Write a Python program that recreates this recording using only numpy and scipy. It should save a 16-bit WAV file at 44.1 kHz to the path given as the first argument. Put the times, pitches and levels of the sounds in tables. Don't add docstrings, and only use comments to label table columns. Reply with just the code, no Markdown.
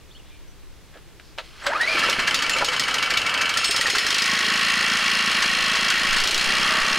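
import sys
import numpy as np
from scipy import signal
from scipy.io import wavfile
from scipy.ndimage import uniform_filter1d

SR = 44100
rng = np.random.default_rng(int(sys.argv[2]) if len(sys.argv) > 2 else 0)


def store_wav(level_fs):
    pcm = np.round(np.clip(np.atleast_2d(level_fs), -1, 1) * 32767)
    wavfile.write(sys.argv[1], SR, pcm.T.astype(np.int16))


def volts_from_db(level):
    exponent = np.asarray(level, float) / 20
    return 10 ** exponent


N = 308055
TIME = np.arange(N) / SR


def noise():
    return rng.standard_normal(N)


def evened(x):
    return x / np.sqrt(np.mean(x ** 2) + 1e-20)


def curve(rows, column):
    rows = np.array(rows)
    return np.interp(TIME, rows[:, 0], rows[:, column])


def colour(x, shape, peaks=(), under_db=0):
    hz = np.fft.rfftfreq(8192, 1 / SR)
    f, db = np.transpose(shape)
    smooth_db = np.interp(np.log(hz + 1), np.log(f + 1), db, -70, -70)
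    power = volts_from_db(2 * (smooth_db + under_db))
    for centre, width, top in peaks:
        power = power + volts_from_db(2 * top) / (1 + (2 * (hz - centre) / width) ** 2) ** 2
    log_gain = np.log(np.concatenate([power, power[-2:0:-1]]) + 1e-9) / 2
    taps = np.fft.ifft(np.exp(np.conj(signal.hilbert(log_gain)))).real
    return evened(signal.oaconvolve(x, taps)[:N])


def resonate(x, hz, width):
    r = np.exp(-np.pi * width / SR)
    if np.isscalar(hz):
        pole = r * np.exp(2j * np.pi * hz / SR)
        return 2 * signal.lfilter([(1 - r) ** 2], [1, -2 * pole, pole ** 2], x).real
    turn = np.exp(2j * np.pi * np.cumsum(hz) / SR)
    return 2 * (turn * signal.lfilter([(1 - r) ** 2], [1, -2 * r, r * r], x / turn)).real


def train(times, gains):
    x = np.zeros(N)
    at = np.round(np.asarray(times) * SR).astype(int)
    np.add.at(x, at[at < N], np.asarray(gains)[at < N])
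    return x


def dying(x, t60):
    return signal.lfilter([1], [1, -10 ** (-3 / t60 / SR)], x)


def ring(x, modes):
    t = np.arange(SR // 3) / SR
    sound = sum(volts_from_db(db - 60 * t / t60) * np.sin(2 * np.pi * hz * t) for hz, db, t60 in modes)
    return signal.oaconvolve(x, sound)[:N]


def grit(lumps_db, size):
    lumps = evened(uniform_filter1d(noise(), size))
    return noise() * volts_from_db(lumps_db * lumps)


# frequency in Hz, level in dB.
AIR = [(26, -20), (45, 1), (183, -9.5), (245, -14), (329, -9.5), (672, -18), (2190, -19.5), (3240, -20.5),
       (4680, -24.5), (5840, -26), (16000, -37.5)]
# frequency in Hz, level in dB.
AIR_SIDE = [(26, -32), (45, -8), (81, 7), (109, -3.5), (382, -11.5), (411, -18.5), (2190, -30.5),
            (4460, -24), (16000, -31)]
# frequency in Hz, level in dB.
GUST = [(5, -10), (12, 0), (28, -2), (45, -12), (70, -26), (120, -45)]
# peak in seconds, spread in seconds, rise in dB.
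WIND = [
    (.64, 0.26, 8.5),
    (2.4, 0.61, 6),
    (4.79, .25, 1),
    (6.3, 0.82, 13.5),
]


def air():
    mid = volts_from_db(-51) * colour(noise(), AIR)
    side = volts_from_db(-53.5) * colour(noise(), AIR_SIDE)
    left, right, across = [colour(grit(3.0, size=4000), GUST) for _ in range(3)]
    wind_db = -56 + sum(rise * np.exp(-((TIME - s) / spread) ** 2) for s, spread, rise in WIND)
    lumps = np.array([volts_from_db(3) * left + 2 * across, volts_from_db(-3) * right - 2 * across])
    return np.array([mid + side, mid - side]) + volts_from_db(wind_db) * lumps


# start in seconds, length in seconds, pressure.
PUFFS = [(6.085, .045, -.04), (6.12, .03, .04), (6.15, .03, .03), (6.18, .07, -.055), (6.335, .065, .045),
         (6.45, .07, -.02), (6.8, .05, .035), (6.89, .07, -.02)]


def puffs():
    bumps = (signal.oaconvolve(train([s], [push]), np.hanning(int(length * SR)))[:N]
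             for s, length, push in PUFFS)
    return sum(bumps) * np.array([[1.3], [.7]])


def shed(x):
    echoes = train([.0031, .0074, .0122, .019, .028], volts_from_db([-15.5, -13.5, -12.0, -17.0, -39]))
    return x + signal.oaconvolve(x, echoes[:2000])[:N]


# start and end in seconds, start
# and end pitch in Hz, level in dB.
SQUEAKS = [(.1, 0.13, 2570, 4430, -54), (0.117, .17, 4450, 4280, -55), (0.144, 0.187, 2800, 3660, -49.5),
           (0.165, 0.213, 3430, 2670, -54), (0.292, 0.405, 2400, 2370, -56), (0.466, .53, 5970, 5900, -61),
           (2.498, 2.564, 2695, 2720, -23.5), (2.508, 2.558, 7160, 7200, -33),
           (6.591, 6.985, 641, 629, -43)]
# start and end in seconds, pitch in Hz, level in dB.
RUSTLES = [(1.437, 1.62, 1250, -60), (1.639, 1.682, 1040, -32.5), (0.219, .4, 3100, -58.5),
           (0.921, 1.0, 1730, -50), (0.946, 0.986, 536, -48.5), (1.187, 1.37, 4670, -59),
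           (1.612, 1.696, 7560, -55)]


def squeaks_and_rustles():
    rubs = [(a, b, hz0, hz1, .035 * hz1, db) for a, b, hz0, hz1, db in SQUEAKS]
    rubs += [(a, b, hz, hz, .55 * hz, db) for a, b, hz, db in RUSTLES]
    out = np.zeros(N)
    for start, end, hz0, hz1, width, db in rubs:
        at, count = round(start * SR), round((end - start) * SR)
        rub = resonate(rng.standard_normal(SR // 2)[:count], np.linspace(hz0, hz1, count), width)
        out[at:at + count] += volts_from_db(db) * evened(rub) * np.hanning(count) ** .5
    return out


# start in seconds, peak in dB, t60 in seconds.
CLICKS = [(.94, -41, .1), (.971, -41, 0.074), (1.198, -30, 0.025), (1.378, -27, 0.082),
          (1.384, -17.5, 0.093), (1.396, -46, 0.11), (1.6659, -8.5, 0.049)]
# frequency in Hz, level in dB.
KNOB = [(250, -24), (550, 4), (850, -2), (1100, -2), (1350, 3), (1800, -2), (2400, -1), (3200, -1),
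        (4300, -3), (5500, -14), (14000, -40)]


def knobs():
    snaps = sum(dying(train([s], [volts_from_db(db - 9)]), t60) for s, db, t60 in CLICKS)
    return snaps * colour(grit(1.5, size=60), KNOB)


# time in seconds, pitch in Hz.
REEL = [(1.665, 620), (1.69, 545), (1.727, 890), (1.76, 1250), (1.787, 1430), (1.812, 1840), (1.862, 2050),
        (1.893, 2390), (1.975, 2445)]
# centre and length in seconds, level in dB, second partial in dB.
GRIPS = [(1.674, .025, -28, -40), (1.696, .04, -27, -42), (1.727, .035, -27, -29), (1.76, .04, -22, -33),
         (1.783, .03, -33, -45), (1.812, .04, -17, -40), (1.835, .025, -28, -29), (1.849, .025, -24, -37),
         (1.879, .025, -21, -34), (1.896, .025, -22, -33), (1.916, .03, -23, -40), (1.932, .03, -21, -38),
         (1.957, .025, -24, -42)]


def reel():
    wobble = 1 + .16 * uniform_filter1d(noise(), 150)
    turns = 2 * np.pi * np.cumsum(curve(REEL, 1) * wobble) / SR
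    first, second = np.zeros((2, N))
    for centre, length, db, second_db in GRIPS:
        at, count = round((centre - length / 2) * SR), round(length * SR)
        first[at:at + count] += volts_from_db(db + 3) * np.hanning(count)
        second[at:at + count] += volts_from_db(second_db + 3) * np.hanning(count)
    rough = volts_from_db(1.2 * evened(uniform_filter1d(noise(), size=60)))
    return rough * (first * np.sin(turns) + second * (np.sin(2 * turns) + .1 * np.sin(3 * turns)))


# time in seconds, four-stroke cycles done.
CRANK = [(4.027, 0), (4.185, 4), (4.484, 12), (4.631, 16), (4.917, 24), (5.496, 40), (5.791, 48),
         (6.24, 60), (6.382, 64), (6.754, 76), (7.008, 84)]
CYCLES = CRANK[-1][1]


def crank(cycles):
    whole = np.arange(CYCLES + 1)
    s, done = np.transpose(CRANK)
    period = uniform_filter1d(np.diff(np.interp(whole, done, s)), size=5, mode="nearest")
    return np.interp(cycles, whole, CRANK[0][0] + np.append(0, np.cumsum(period)))


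def gearing():
    contacts = 48
    place, force = rng.random(contacts), rng.standard_normal(contacts)
    cycle = np.arange(CYCLES)[:, None]
    slack = rng.standard_normal((CYCLES, contacts))
    times = crank(cycle + place + .0006 * slack[::-1])
    return evened(train(times.ravel(), (force * (1 + 0.22 * slack)).ravel()))


def ticks():
    per_s, spread_db = 500, 3.5
    size = volts_from_db(spread_db * np.minimum(rng.exponential(1, N), 4)) * rng.choice([-1., 1.], N)
    return volts_from_db(-4) * evened(size * (rng.random(N) < per_s / SR))


# time in seconds, peak in dB, share in the casing in dB.
KNOCKS = [(2.097, -9, -12), (2.1917, -16.5, 8), (2.2735, -13.5, 5), (2.344, -8, -47), (2.421, -14, 1),
          (2.4953, -10, -18), (2.584, -17, -2.5), (2.6457, -11, -19), (2.732, -19.5, 5),
          (2.7959, -7.5, -56), (2.88, -17, 6), (2.942, -11.5, -1.5), (3.0245, -14, 0.5), (3.1027, -13.5, 2),
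          (3.1728, -9.5, -32), (3.262, -16.5, 2), (3.34, -16.5, 0), (3.4114, -13, 2.5), (3.493, -14, -0.5),
          (3.5727, -8, -33), (3.6444, -9.5, -24), (3.71, -10, -40), (3.7628, -9, -24), (3.8113, -10, -31),
          (3.866, -15, 3.5), (3.9, -10, -19), (3.9513, -13, 2), (3.983, -10.5, -20)]
# time in seconds, peak in dB, casing share in dB.
CORD_KNOCKS = [(1.664, -20.5, 8), (1.813, -18.5, 0), (1.9925, -15, 0), (2.0337, -18, 3), (2.563, -19, 5),
               (2.61, -24, 5), (2.719, -23, 4)]
# time in seconds, peak in dB.
VALVES = [(2.127, -16.5), (2.224, -26), (2.3092, -17), (2.3895, -18), (2.4634, -18), (2.534, -18),
          (2.6852, -15), (2.7636, -17.5), (2.837, -17.5), (2.91, -18), (2.9831, -15.5), (3.0587, -18.5),
          (3.1378, -16), (3.2156, -18), (3.2945, -18), (3.3754, -16), (3.457, -16), (3.5394, -16.5)]
# first cycle, last cycle, thump loss in dB, knock in dB, share in the casing in dB.
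STUMBLES = [(0, 4, 8, -12, -12), (5, 6, 1, -14, -4), (26, 26, 9, -21, -9), (35, 35, 7, -17, -9),
            (38, 38, 8, -12.5, 2), (47, 47, 10, -15, 3), (51, 51, 6, -10.5, 0), (57, 58, 0, -15, 2),
            (59, 64, 9, -12.5, -12), (65, 66, 4, -15.5, -2), (78, 78, 8, -30, 0), (82, 82, 5, -30, 0)]


def blows():
    clacks = [(s, db - 3, -2) for s, db in VALVES]
    late = [(crank(c) - .001, db, share) for first, last, loss, db, share in STUMBLES
            for c in range(max(first, 1), last + 1)]
    return np.transpose(CORD_KNOCKS + KNOCKS + clacks + late)


# time in seconds, level in dB, pitch in Hz, t60 in seconds.
HANDLE = [(1.884, -30.5, 643, 0.35), (1.946, -33, 344, 0.53), (2.088, -21, 544, 0.04),
          (2.184, -26.5, 218, 0.091), (2.562, -26, 537, 0.092), (2.584, -27, 640, 0.037),
          (2.61, -21, 584, 0.054), (2.624, -14, 840, 0.033), (2.626, -23.5, 568, 0.072),
          (2.684, -28.5, 502, 0.18)]


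def hollow_shell():
    lead_s, pop_db, pop_hz, t60 = 0.017, -26, 494, 0.04
    pops = [(s - lead_s, pop_db, pop_hz * rng.uniform(0.76, 1.18), t60) for s, _, _ in KNOCKS[-7:]]
    for first, last, *_ in STUMBLES:
        if last - first > 2:
            pops += [(crank(c) - lead_s, pop_db - 4.5, 0.85 * pop_hz * rng.uniform(0.74, 1.28), t60)
                     for c in range(first + 1, last + 1)]
    out = np.zeros(N)
    for s, db, hz, t60 in HANDLE + pops:
        soft = np.hanning(int(SR / hz / 2)) * 5 * hz / SR
        push = signal.oaconvolve(train([s], [volts_from_db(db)]), soft)[:N]
        out += ring(push, [(hz, 0, t60), (1.7 * hz, -3, 1.6 * t60)])
    return out


# time in seconds, peak in dB.
TAPS_COVER = [(1.9712, -17), (2.0367, -17), (2.087, -19), (2.2816, -24), (2.334, -20), (2.4073, -28),
              (2.441, -28), (2.555, -22), (2.6213, -20), (2.6817, -22), (2.8564, -31), (2.9266, -20),
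              (3.076, -24), (3.1576, -22), (3.2339, -30), (3.3143, -22), (3.395, -20), (3.475, -22),
              (3.5607, -22), (3.6325, -19), (3.7424, -19), (3.8505, -23), (3.947, -25), (4.025, -25)]
TAPS_PANEL = [(1.9548, -18), (2.0277, -37), (2.1259, -28), (2.1858, -20), (2.3095, -19), (2.4427, -20),
              (2.4861, -31), (2.5634, -22), (2.5929, -23), (2.6448, -29), (2.6896, -30), (2.743, -23),
              (2.9391, -22), (3.0336, -16), (3.1122, -22), (3.1686, -16), (3.2713, -17), (3.3277, -26),
              (3.433, -17), (3.4938, -22)]
# time in seconds, peak in dB, pitch in Hz.
TAPS_FRAME = [(2.026, -14, 1740), (2.0596, -20, 1950), (2.1259, -21, 2030), (2.185, -22, 1700),
              (2.2735, -22, 1670), (2.3424, -20, 1920), (2.4203, -19, 1720), (2.4944, -15.5, 1820),
              (2.7934, -19.5, 1930), (2.8698, -20, 1710), (2.9411, -28, 1860), (3.248, -29, 1730),
              (3.3274, -25, 1770), (3.4087, -23, 1790), (3.5704, -17, 1840), (3.6465, -24, 2030),
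              (3.7093, -21, 1830), (3.7552, -22, 1840), (3.8103, -15, 1930), (3.857, -12, 1834),
              (3.8989, -20, 2000), (3.9817, -17, 1910), (4.0326, -21, 1870), (4.0644, -19, 1740)]


def clatter():
    cover_hz, panel_hz, valve_hz = 1345, 2268, 3012
    rise_s, t60 = 0.0017, 0.047
    rows = [(s, db, cover_hz) for s, db in TAPS_COVER]
    rows += [(s, db, panel_hz) for s, db in TAPS_PANEL]
    rows += [(s, db, valve_hz) for s, db in VALVES] + TAPS_FRAME
    out, t = np.zeros(N), np.arange(SR // 8) / SR
    for s, db, hz in rows:
        detune, phase = rng.standard_normal(2)
        tap = np.minimum(t / rise_s, 1) * volts_from_db(db - 0.5 - 60 * np.maximum(t - rise_s, 0) / t60)
        out[round(s * SR):][:len(t)] += tap * np.sin(2 * np.pi * (hz * (1 + .006 * detune) * t + phase))
    return out


# time in seconds, level in dB.
SHAKE = [(1.42, -58), (1.54, -61.5), (1.62, -41), (1.68, -31.5), (1.84, -29.5), (1.98, -24.5),
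         (2.04, -24.5), (2.5, -26), (2.8, -25.5), (3.47, -23), (3.65, -27), (4.07, -28), (4.52, -28.5),
         (6.17, -29), (6.31, -33), (6.5, -29), (6.75, -29), (6.99, -29.5)]
# time in seconds, fizz in dB, panel hum in dB.
STAGES = [(1.54, 9, -14), (1.62, -4, -27), (1.7, -10, -6.5), (1.9, -2.5, -9.5), (2.3, -5.5, -8.5),
          (3.47, -9.5, -10.5), (3.65, 1, -11.5), (4.5, 0.5, -14), (6.17, 0.5, -12.5), (6.31, 2.5, -10),
          (6.5, 1, -10.5)]
# frequency in Hz, level in dB.
PULL = [(350, -29), (600, 2), (714, -6), (1570, 5.5), (1960, -1), (2860, -11), (6000, -24), (7800, -38),
        (13200, -120)]
SLOW = [(410, -61), (700, -10.5), (1210, 5.5), (1320, 1), (1470, 6), (3090, -2), (3800, -19), (4940, -7),
        (8360, -120)]
FAST = [(410, -33), (700, -39.5), (1090, -20), (1460, -4), (1850, -4), (2400, -12), (2780, -6),
        (3800, -19.5), (4940, -48), (8360, -120)]
FIZZ = [(1940, -1.5), (3300, 1.5), (3530, -5), (4240, -2), (6600, -13.5), (7490, -17), (9940, -19),
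        (14600, -36), (16000, -33)]
HUM = [(41, -20), (70, -8), (113, -0.5), (329, 3), (384, -4), (444, 5), (1000, -0.5), (1300, 6),
       (2200, -120)]
HUM_FAST = [(110, -20), (200, -11), (300, -5), (450, -2), (650, -3), (900, -1), (1200, -15)]
# centre in Hz, width in Hz, level in dB.
SLOW_PEAKS = [(1120, 20, -2), (1351, 40, 8), (1550, 18, 6), (1761, 90, 3), (2057, 20, 6), (2264, 60, 7),
              (2613, 16, 11), (2699, 22, 8), (2792, 16, 9), (2996, 80, 2), (3205, 25, 6)]
FAST_PEAKS = [(1107, 32, -3), (1257, 40, -6), (1364, 25, -3), (1780, 50, -3), (1893, 90, -4),
              (2052, 30, -3), (2277, 45, -1), (2610, 30, -3), (2706, 45, -1), (2789, 30, -1),
              (2880, 40, -4), (3255, 70, -5)]
FIZZ_PEAKS = [(4190, 70, 1), (4550, 40, -3), (4910, 40, -5), (5200, 130, -4), (6630, 50, -10),
              (7130, 90, -13), (9350, 60, -17), (9680, 110, -17)]
HUM_PEAKS = [(622, 37, 0)]
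JOLT_RISE_S = 0.012


def shaking():
    fast = np.clip((TIME - 3.8) / 0.64, 0, 1)
    pull = np.clip((1.95 - TIME) / 0.15, 0, 1)
    rattle = grit(3.5, size=300) + 1.5 * ticks()
    scraping = pull * colour(rattle, PULL)
    chugging = (1 - pull) * colour(rattle, SLOW, SLOW_PEAKS, under_db=-6)
    angle = 2 * np.pi * np.interp(TIME, *np.transpose(CRANK))
    beat = volts_from_db(fast * 2 * np.sin(2 * angle + 1.2))
    drive = beat * (grit(1.4, size=200) + ticks()) + volts_from_db(-5) * gearing()
    at_speed = colour(drive, FAST, FAST_PEAKS, under_db=-3)
    casing = np.sqrt(1 - fast) * (scraping + chugging) + np.sqrt(fast) * at_speed
    fizz = colour(beat * (grit(1.6, size=120) + .6 * ticks()), FIZZ, FIZZ_PEAKS, under_db=-2)
    panel, thin = grit(1.5, size=400), fast + pull
    hum = (1 - thin) * colour(panel, HUM, HUM_PEAKS, under_db=-4)
    hum += thin * colour(panel, HUM_FAST, HUM_PEAKS)
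    on = np.clip((TIME - SHAKE[0][0]) / 0.014, 0, 1)
    jolts = np.minimum(dying(train(np.transpose(KNOCKS)[0], np.ones(len(KNOCKS))), .2), 1)
    swell = uniform_filter1d(jolts, int(JOLT_RISE_S * SR)) - 1.68
    throb = volts_from_db(3.5 * swell * (TIME > KNOCKS[0][0]) * (0.5 - fast))
    parts = casing + volts_from_db(curve(STAGES, 1)) * fizz + volts_from_db(curve(STAGES, 2)) * hum
    return on * throb * volts_from_db(curve(SHAKE, 1)) * parts


# frequency in Hz, level in dB.
CRACK = [(1760, -32), (3000, 1), (4380, 8), (7150, -1), (7830, -2.5), (11400, -15), (14700, -19.5),
         (16000, -39)]
# pitch in Hz, level in dB against the knock, t60 in seconds.
METAL = [(4560, -46, 0.26), (5270, -42, 0.42), (6630, -49, 0.45), (6900, -49, 0.26), (8100, -51, 0.3),
         (8930, -50, 0.25)]
# time in seconds, pitch in Hz, level in dB, t60 in seconds.
CLANGS = [(1.632, 7750, -50, .3), (1.665, 7800, -41, .12), (1.812, 9200, -37, .06), (1.99, 4130, -30, 0.16),
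          (2.035, 5200, -35, .11), (2.35, 4560, -36, 0.69), (2.66, 6630, -37, 0.23),
          (3.575, 2700, -27.5, 0.73), (3.58, 6630, -42, .5), (3.77, 6630, -39, .3), (3.905, 5270, -40, .4),
          (3.99, 5270, -32, 0.32), (4.07, 5270, -33, 0.27), (3.905, 6630, -38, 0.34),
          (3.65, 5270, -29, 0.44), (3.65, 8100, -36, 0.48)]


def knocks():
    s, db, casing_db = blows()
    hits = train(s, volts_from_db(db))
    jolt_rise, blunt_rise = int(JOLT_RISE_S * SR), int(.006 * SR)
    swing = uniform_filter1d(dying(train(s, volts_from_db(db + casing_db)), 0.082), jolt_rise)
    blunt = train(s, volts_from_db(db) * (casing_db > 0))
    edge = dying(hits - blunt, .04) + uniform_filter1d(dying(blunt, .06), blunt_rise, origin=60)
    crack = colour(grit(1.8, size=40), CRACK) * .5 * edge
    tail = colour(noise(), FIZZ, FIZZ_PEAKS) * 0.14 * dying(hits, 0.22)
    jolt = colour(noise(), SLOW, SLOW_PEAKS) * 0.5 * swing
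    buzz, rings = noise(), np.zeros(N)
    for at, hz, top, t60 in CLANGS:
        rings += evened(resonate(buzz, hz, 110)) * dying(train([at], [volts_from_db(top)]), t60)
    caught_db = 5 * ((s > 3.56) & (s < crank(2)))
    for hz, part_db, t60 in METAL:
        luck_db = 3.5 * rng.standard_normal(len(s))
        struck = train(s, volts_from_db(db + part_db + caught_db - 0.29 * casing_db + luck_db))
        rings += evened(resonate(buzz, hz, 140)) * dying(struck, t60)
    return crack + tail + jolt + rings


# centre in Hz, width in Hz, level in dB.
MUFFLER = [(137, 30, -9), (212, 110, 0), (310, 90, -14)]
# centre in Hz, width in Hz, level in dB, growth in dB per cycle/s.
INTAKE = (1280, 800, -36, 1.3)
# place in the cycle 0-1, centre in Hz, width in Hz, level in dB,
# burst length in seconds, noisy share 0-1.
STROKES = [(.9, 1885, 160, -18.5, .004, .2), (.1, 1870, 170, -22, .005, .4), (.6, 1108, 80, -25, .004, .2),
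           (.87, 1108, 60, -30, .004, .3), (.52, 2277, 120, -27, .003, .3), (.9, 2277, 120, -28, .003, .4),
           (.56, 2750, 200, -27, .004, .5), (.1, 2750, 200, -29, .004, .5), (.5, 3250, 300, -27, .003, .6),
           (.43, 4200, 400, -27, .003, .6), (.07, 4200, 400, -28, .005, .7), (.5, 5300, 1200, -26, .003, 1),
           (.04, 5200, 900, -29, .002, 1), (.95, 6400, 900, -33, .008, 1), (.47, 6800, 1200, -35, .003, 1),
           (.9, 8400, 900, -37, .006, 1), (.5, 10200, 2500, -40, .002, 1), (.05, 13000, 1500, -50, .008, 1)]


def firing():
    cycle = np.arange(CYCLES)
    chance = rng.standard_normal((CYCLES, len(STROKES) + 2))
    at = crank(cycle)
    loss_db = sum(row[2] * ((cycle >= row[0]) & (cycle <= row[1])) for row in STUMBLES)
    pops = train(at - .005 + .0005 * chance[:, 0], volts_from_db(1.8 * chance[:, 1] - loss_db))
    thump = volts_from_db(-44.3) * evened(sum(volts_from_db(db) * resonate(pops, hz, w) for hz, w, db in MUFFLER))
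    out = signal.sosfilt(signal.butter(4, 115, "high", fs=SR, output="sos"), thump)
    hz, width, db, growth_db = INTAKE
    speed = uniform_filter1d(1 / (crank(cycle + 1) - at), 5)
    sag_db = uniform_filter1d(np.roll(loss_db, 2), 7)
    gain = np.interp(TIME, at + .09, volts_from_db(growth_db * (speed - 28) - sag_db))
    out += volts_from_db(db) * gain * evened(resonate(resonate(gearing(), hz, width), hz, width))
    effort = volts_from_db(curve(SHAKE, 1) + 23)
    for k, (place, hz, width, db, length, noisy) in enumerate(STROKES):
        taps = train(crank(cycle + place), volts_from_db(1.8 * chance[:, k + 2] - .8 * loss_db))
        burst = signal.oaconvolve(taps, np.hanning(int(length * SR) + 3))[:N] * noise()
        gas = noisy * evened(resonate(burst, hz, width))
        valve = (1 - noisy) * evened(resonate(taps, hz, width))
        out += volts_from_db(db - 10) * (gas + valve) * effort
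    return out


def scene():
    hands = knobs() + hollow_shell() + squeaks_and_rustles()
    return shaking() + shed(knocks() + clatter() + reel() + hands) + firing() + air() + puffs()


def top_cut(x):
    return signal.sosfilt(signal.butter(12, 16480, fs=SR, output="sos"), x)


def record(dry):
    limit = .39
    soft = dry / (1 + (dry / limit) ** 4) ** .25
    low_pass = signal.firwin(801, 15850, window=("kaiser", 9), fs=SR)
    edged = signal.oaconvolve(soft, low_pass[None], "same")
    return top_cut(edged)


dry = scene()
out = record(dry)
store_wav(out)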